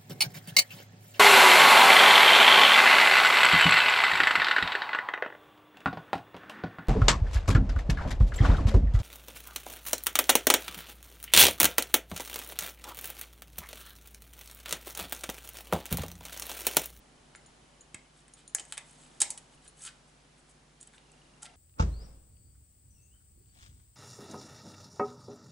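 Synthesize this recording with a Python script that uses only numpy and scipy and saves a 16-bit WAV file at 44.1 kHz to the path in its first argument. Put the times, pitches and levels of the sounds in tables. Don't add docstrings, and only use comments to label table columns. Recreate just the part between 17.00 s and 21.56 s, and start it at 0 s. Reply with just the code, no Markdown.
import sys
import numpy as np
from scipy import signal
from scipy.fft import rfft, irfft
from scipy.io import wavfile
from scipy.ndimage import uniform_filter1d

SR = 44100
rng = np.random.default_rng(int(sys.argv[2]) if len(sys.argv) > 2 else 0)


def gain_from_decibels(decibels):
    exponent = np.asarray(decibels, float) / 20
    return 10 ** exponent


def master(y):
    cut = np.clip(np.atleast_2d(y).T, -1, 1)
    pcm = np.round(cut * 32767)
    wavfile.write(sys.argv[1], SR, pcm.astype(np.int16))


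N = 201051
TIME = np.arange(N) / SR
TOP_LEAK_DB = -42

# f/Hz, level/dB, t60/s
FRAME_MODES = [(1400, -5, .012), (1750, -5, .01), (2100, 0, .014), (2600, -3, .01), (3070, -1, .012),
               (3450, -3, .01), (3800, -1, .014), (4300, -3, .01), (4750, -5, .012)]


def ring(x, modes, scatter, stretch=0.83):
    out = 0
    for (hz, db, t60), (level_chance, pitch_chance) in zip(modes, scatter):
        decay = np.log(1000) / (max(t60 * stretch, .002) * SR)
        turn = 2j * np.pi * hz * (1 + .012 * pitch_chance) / SR
        mode = signal.lfilter([1], [1, -np.exp(turn - decay)], x).imag
        out = out + gain_from_decibels(db + 1.8 * level_chance) * mode / np.abs(mode).max()
    no_bass = signal.butter(4, .8 * modes[0][0], "high", fs=SR, output="sos")
    out = signal.sosfilt(no_bass, out)
    return out / np.abs(out).max()


def add(track, s, x):
    i = int(s * SR)
    track[i:i + len(x)] += x[:N - i]


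def tinted(x, points):
    hz, gain = np.transpose(points)
    log_hz = np.log(np.fft.rfftfreq(len(x), 1 / SR) + 1)
    return irfft(rfft(x) * np.interp(log_hz, np.log(hz), gain), len(x))


def unit(x):
    return x / np.sqrt(np.mean(x ** 2))


def fracture(out, s, crack_db, frame_db, ms, centre_hz):
    # f/Hz, level/dB, t60/s
    part_modes = [(5740, -37, .012), (5580, -19.5, 0.01), (6560, -10, .025), (7000, -1.5, .015),
                  (7740, -5, .012), (7790, 6.5, 0.01), (8230, 9, 0.0084), (8640, 3.5, 0.011),
                  (9060, 1, 0.012), (9380, -5.5, .015), (9860, -6, .015), (10220, -5.5, 0.01),
                  (11700, -19, .012)]
    # f/Hz, level/dB, t60/s
    hand_modes = [(558, -1, 0.011), (769, 2, 0.014), (885, -4.5, 0.015)]
    t = TIME[:5000]
    thud_db = frame_db - 16.5 - 1.5 * ms
    rise = 1 - np.exp(-t / .00025)
    crackle = np.exp(-t * 2000 / max(ms, .1))
    rattle = gain_from_decibels(-21) * np.sqrt(max(ms, .1)) * np.exp(-t / 0.0089)
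    force = rise * (crackle + rattle)
    near = [(hz, db - 23.5 * abs(np.log2(hz / centre_hz)), t60) for hz, db, t60 in FRAME_MODES]
    for modes, db in ((part_modes, crack_db), (near, frame_db + 4.0), (hand_modes, thud_db + 5.0)):
        scatter = rng.standard_normal((16, 2))
        add(out, s, gain_from_decibels(db) * ring(force * rng.standard_normal(len(t)), modes, scatter))


def snaps():
    # t/s, crack peak level/dB, frame knock level/dB, crackle length/ms, knock centre f/Hz
    breaks = [(0.3498, -48, -40.5, 1.15, 2000), (0.9443, -29, -36.5, 3.9, 2220),
              (1.5487, -9.5, -32, 1.06, 2080), (1.5843, -36.5, -36, 0.48, 3080),
              (1.5967, -28, -40, 0.57, 3130), (1.7236, -22.5, -30.5, 1.4, 3110),
              (1.7723, -37, -41, 1.7, 2160), (1.7777, -25, -33.5, 2, 2990), (2.203, -18, -36.5, 4.2, 4020),
              (2.2081, -19.5, -35, 2.6, 3940), (2.2155, -19.5, -32, 0.57, 3570),
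              (2.2163, -9, -35, 0.46, 3570), (2.2173, -6.5, -26.5, 0.68, 3570),
              (2.2187, -13.5, -36, 2, 2250), (2.2244, -35.5, -31.5, 19, 3760),
              (2.3042, -18.5, -38.5, 0.44, 3220), (2.376, -31.5, -44.5, 9.1, 3830),
              (4.4307, -27, -50, 1.5, 3940)]
    out = np.zeros(N)
    for s, crack_db, frame_db, ms, centre_hz in breaks:
        fracture(out, s, crack_db, frame_db, ms, centre_hz)
    return out


def splinters():
    # t/s, peak level/dB, length/ms
    bursts = [
        (1.548, -30.5, 0.24),
        (1.7232, -62, .2),
        (1.7372, -59, .2),
        (2.2058, -67, 0.18),
        (2.2152, -56.5, .3),
        (2.217, -57, 0.27),
        (2.2205, -57, .2),
        (2.226, -66, .2),
        (3.8288, -76, .2),
    ]
    out, t = np.zeros(N), TIME[:2000]
    top_octave = signal.cheby2(8, 70, (11000, 16900), "band", fs=SR, output="sos")
    for s, db, ms in bursts:
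        burst = rng.standard_normal(len(t)) * np.exp(-t * 1000 / max(ms, .2))
        burst = signal.sosfilt(top_octave, burst)
        peak = np.abs(burst).max()
        add(out, s, gain_from_decibels(db - TOP_LEAK_DB) / peak * tinted(burst, [(11500, 1.5), (16000, 0.64)]))
    return out * gain_from_decibels(np.array([[-6], [3.5]]))


def bumps():
    # t/s, peak level/dB, f/Hz
    recoils = [
        (0.943, -44, 253),
        (0.946, -56, 90),
        (1.549, -51, 890),
        (1.605, -50.5, 335),
        (1.724, -45.5, 850),
        (1.779, -48.5, 734),
        (2.216, -43, 347),
    ]
    out, t = np.zeros(N), TIME[:5000]
    for s, db, hz in recoils:
        modes = [(0.78 * hz, -4, .04), (hz, 0, .05), (1.2 * hz, -3, .03)]
        add(out, s, gain_from_decibels(db) * ring(np.exp(-t / 0.00013), modes, np.zeros((3, 2))))
    return out


def ticks():
    # t/s, crack peak level/dB, frame knock level/dB, knock centre f/Hz
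    touches = [(1.2809, -45.5, -56, 2220), (1.6515, -41, -53.5, 1820), (1.6625, -51, -62, 3090),
               (1.7878, -50, -59, 3083), (2.036, -48, -74, 2000), (2.82, -33, -59, 4160),
               (2.851, -30, -69, 3600), (2.8535, -34, -55, 4300), (2.8675, -32, -55, 3480),
               (3.8284, -36.5, -57, 3720), (3.8732, -42.5, -61, 2970), (3.9367, -60, -53.5, 1720),
               (3.9806, -53.5, -50, 3460), (4.1177, -47, -59, 2486)]
    out = np.zeros(N)
    for s, crack_db, frame_db, centre_hz in touches:
        fracture(out, s, crack_db, frame_db, 1, centre_hz)
    return out


def pings():
    # t/s, peak level/dB, upper modes level/dB, ring factor, lowest mode level/dB
    contacts = [
        (0.3582, -40.5, 2.5, 0.81, -2),
        (0.461, -43, 1, 0.9, 0),
        (0.8086, -41.5, -3, 0.72, -1),
        (0.8167, -49, 14, 0.57, -5),
        (1.337, -38.5, 7, 0.68, 7),
        (1.4778, -35, 7, 0.52, 6),
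        (1.4953, -48, 3, 1.1, 6),
        (2.678, -40.5, 6.5, 0.95, 11),
        (3.8114, -37.5, 9.5, 0.67, -1),
    ]
    # f/Hz, level/dB, t60/s
    jaw_modes = [(4150, -12, .06), (6761, -5, .11), (7170, 0, .055), (7550, -15, .06), (8700, -12, .035),
                 (9390, -6, .08)]
    out, t = np.zeros(N), TIME[:6000]
    for s, db, upper_db, stretch, lowest_db in contacts:
        tick = rng.standard_normal(len(t)) * np.exp(-t / 0.00028)
        modes = []
        for hz, g, t60 in jaw_modes:
            upper = (hz > 8000) * (1 + (hz < 9000))
            modes.append((hz, g + upper_db * upper + lowest_db * (hz < 5000), t60))
        scatter = .2 * rng.standard_normal((len(jaw_modes), 2))
        add(out, s, gain_from_decibels(db) * ring(tick, modes, scatter, stretch))
    return out


def slips():
    strength_db = 3.16 * np.minimum(rng.exponential(size=N), 5)
    return rng.standard_normal(N) * (rng.random(N) < .15) * gain_from_decibels(strength_db)


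def lumps():
    return gain_from_decibels(2.5 * unit(uniform_filter1d(rng.standard_normal(N), int(0.0053 * SR))))


def rubs():
    # t/s of strongest contact, build-up/s, let-go/s, bright level/dB, frame share level/dB
    strokes = [(1.185, 0.064, 0.065, -68, -2.5), (1.394, 0.049, 0.046, -65, 0),
               (1.712, .04, 0.0096, -56, -8), (1.737, .008, 0.036, -53.5, -7),
               (1.88, 0.069, 0.1, -65.5, -5.5), (2.045, 0.2, 0.049, -62, -6.5),
               (2.18, 0.15, 0.024, -67.5, -3), (2.55, .07, 0.016, -64, -10), (2.656, 0.05, 0.06, -63.5, -3),
               (2.81, 0.054, 0.046, -55.5, -10), (2.855, 0.041, 0.036, -43.5, -13.5),
               (2.879, 0.032, 0.033, -57.5, 6), (3.083, .015, 0.046, -70, -14),
               (3.396, 0.027, 0.014, -67, -12), (3.51, 0.042, 0.02, -63.5, -10),
               (3.811, 0.017, 0.054, -60, -9), (3.876, 0.015, 0.0092, -61, -4),
               (3.959, .05, 0.018, -65.5, -5), (4.43, 0.012, 0.0046, -45.5, -3),
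               (4.457, 0.021, 0.018, -49.5, -3)]
    # f/Hz, width/Hz, level/dB
    resonances = [(6650, 220, -5), (7700, 200, -1), (8410, 220, 0), (9890, 180, -2), (10600, 200, -9)]
    bright = .13 * tinted(slips(), [(4500, 0), (6000, 1), (10500, 1), (12000, 0)])
    for hz, width, db in resonances:
        bright = bright + gain_from_decibels(db) * signal.lfilter(*signal.iirpeak(hz, hz / width, SR), slips())
    near = [(hz, -8 * abs(np.log2(hz / 3400)), t60) for hz, db, t60 in FRAME_MODES]
    frame = ring(slips(), near, np.zeros((len(near), 2)), .8)
    bright, frame = unit(bright * lumps()), unit(frame * lumps())
    out = np.zeros(N)
    for s, rise_s, fall_s, db, frame_db in strokes:
        span = slice(int((s - 2 * rise_s) * SR), int((s + 2 * fall_s) * SR))
        t = TIME[span] - s
        away = np.where(t < 0, t / rise_s, t / fall_s)
        contact = gain_from_decibels(db - 20 * away ** 2)
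        out[span] += contact * (bright[span] + gain_from_decibels(frame_db) * frame[span])
    return out


def creaks():
    # t/s, length/s, f/Hz, peak level/dB
    squeezes = [
        (2.245, .025, 2200, -48),
        (2.84, .03, 1400, -56),
        (2.845, .03, 4300, -52),
        (2.878, .02, 1500, -53),
        (3.935, .02, 1550, -57),
        (3.937, .015, 3500, -58),
        (4.42, .02, 1400, -54),
        (4.421, .036, 770, -50.5),
        (4.445, .045, 2070, -57),
        (4.45, .03, 1370, -58),
    ]
    out, t = np.zeros(N), TIME[:6000]
    for s, length, hz, db in squeezes:
        push = np.sin(np.pi * np.minimum(t / length, 1)) * rng.standard_normal(len(t))
        add(out, s, gain_from_decibels(db) * ring(push, [(hz, 0, 0.03)], np.zeros((1, 2))))
    return out


def room(x):
    # f/Hz, level/dB, t60/s
    bands = [(305, -9.5, 0.35), (724, 0, 0.75), (2000, -5.5, 0.34), (5150, -9, 0.34), (9560, -17, 0.31)]
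    t, out = TIME[:30000], []
    for _ in range(2):
        tail = 0
        for k, (hz, db, t60) in enumerate(bands):
            only_this = [(f, 1. * (j == k)) for j, (f, *_) in enumerate(bands)]
            band = tinted(rng.standard_normal(len(t)), only_this)
            fade = np.exp(-np.log(1000) * t / t60) + 2.13 * np.exp(-t / 0.0052)
            tail = tail + gain_from_decibels(db) * band * fade * np.sqrt(14 / (t60 * SR))
        out.append(signal.fftconvolve(x, tail * (t > .0006))[:N])
    return out[0] + 0.53 * out[1] * np.array([[1], [-1]])


def lens():
    # start t/s, end t/s, f/Hz, level/dB
    runs = [
        (0, 2.3, 3030, -63),
        (2.3, 2.85, 2950, -61.5),
        (3.97, 4.56, 2780, -58),
    ]
    out, t = np.zeros(N), TIME[:600]
    for start in np.arange(.0165, N / SR, .04):
        pitch_chance, level_chance = rng.standard_normal(2)
        for first, last, hz, db in runs:
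            if first <= start < last:
                tone = np.sin(2 * np.pi * hz * (1 + .015 * pitch_chance) * t)
                blip = tone * t / .002 * np.exp(1 - t / .002)
                add(out, start, gain_from_decibels(db - 4 * abs(level_chance)) * blip)
    return out


def hum():
    # f/Hz, level/dB
    lines = [(50, -70), (150, -70.5), (250, -76.5), (350, -82), (750, -84.5)]
    out = 0
    for k, (hz, db) in enumerate(lines):
        waver = unit(uniform_filter1d(rng.standard_normal(N), 4000))
        tone = np.sin(2 * np.pi * (hz * TIME + rng.random()))
        out = out + gain_from_decibels(db + 3 + .7 * k * waver) * tone
    return out


def hiss():
    # f/Hz, density level/dB per Hz
    spectrum = [(22, -9.5), (32, -19.5), (42, -32), (65, -6), (100, -17), (135, -2.5), (175, -8.5),
                (250, -6), (320, -9), (600, -10.5), (800, -10.5), (1100, -13), (3000, -17), (7250, -21),
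                (11200, -25)]
    # f/Hz, coherence
    likeness = [(60, 0.95), (130, .95), (290, 0.77), (640, 0.15), (1400, 0.14), (3100, 0.4), (6800, 0.56),
                (11000, 0.76)]
    # t/s, swell level/dB
    air = [
        (0, 5),
        (.5, 6),
        (1.1, 2.5),
        (1.6, 2),
        (2.1, 6.5),
        (2.6, 4),
        (3.2, 3),
        (3.8, 1.1),
        (4.2, 4),
        (4.56, 3),
    ]
    mid, side = (tinted(rng.standard_normal(N), [(hz, gain_from_decibels(db)) for hz, db in spectrum]) for _ in range(2))
    mid = tinted(mid, [(hz, np.sqrt(1 + 0.77 * np.clip(c, 0, 1))) for hz, c in likeness])
    side = tinted(side, [(hz, np.sqrt(1 - np.clip(c, 0, 1))) for hz, c in likeness])
    pair = unit(np.array([mid + side, mid - side]))
    low = signal.sosfilt(signal.butter(2, 1500, fs=SR, output="sos"), pair)
    swell_db = np.interp(TIME, *np.transpose(air))
    stirred = low * gain_from_decibels(swell_db) + (pair - low) * gain_from_decibels(-0.2 + 0.6 * swell_db)
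    return gain_from_decibels(-63.5) * stirred


def scene():
    work = snaps() + bumps() + ticks() + pings() + rubs() + creaks()
    direct = work * gain_from_decibels(np.array([[-.15], [.15]]))
    return direct + room(work) + splinters() + lens() + hum() + hiss()


def roll_off(x):
    return signal.sosfilt(signal.butter(12, 16460, fs=SR, output="sos"), x)


def record(dry):
    steep = signal.ellip(10, .1, 60, 11000, fs=SR, output="sos")
    kept = signal.sosfiltfilt(steep, dry)
    mix = kept + gain_from_decibels(TOP_LEAK_DB) * (dry - kept)
    return roll_off(mix)


dry = scene()
out = record(dry)
master(out)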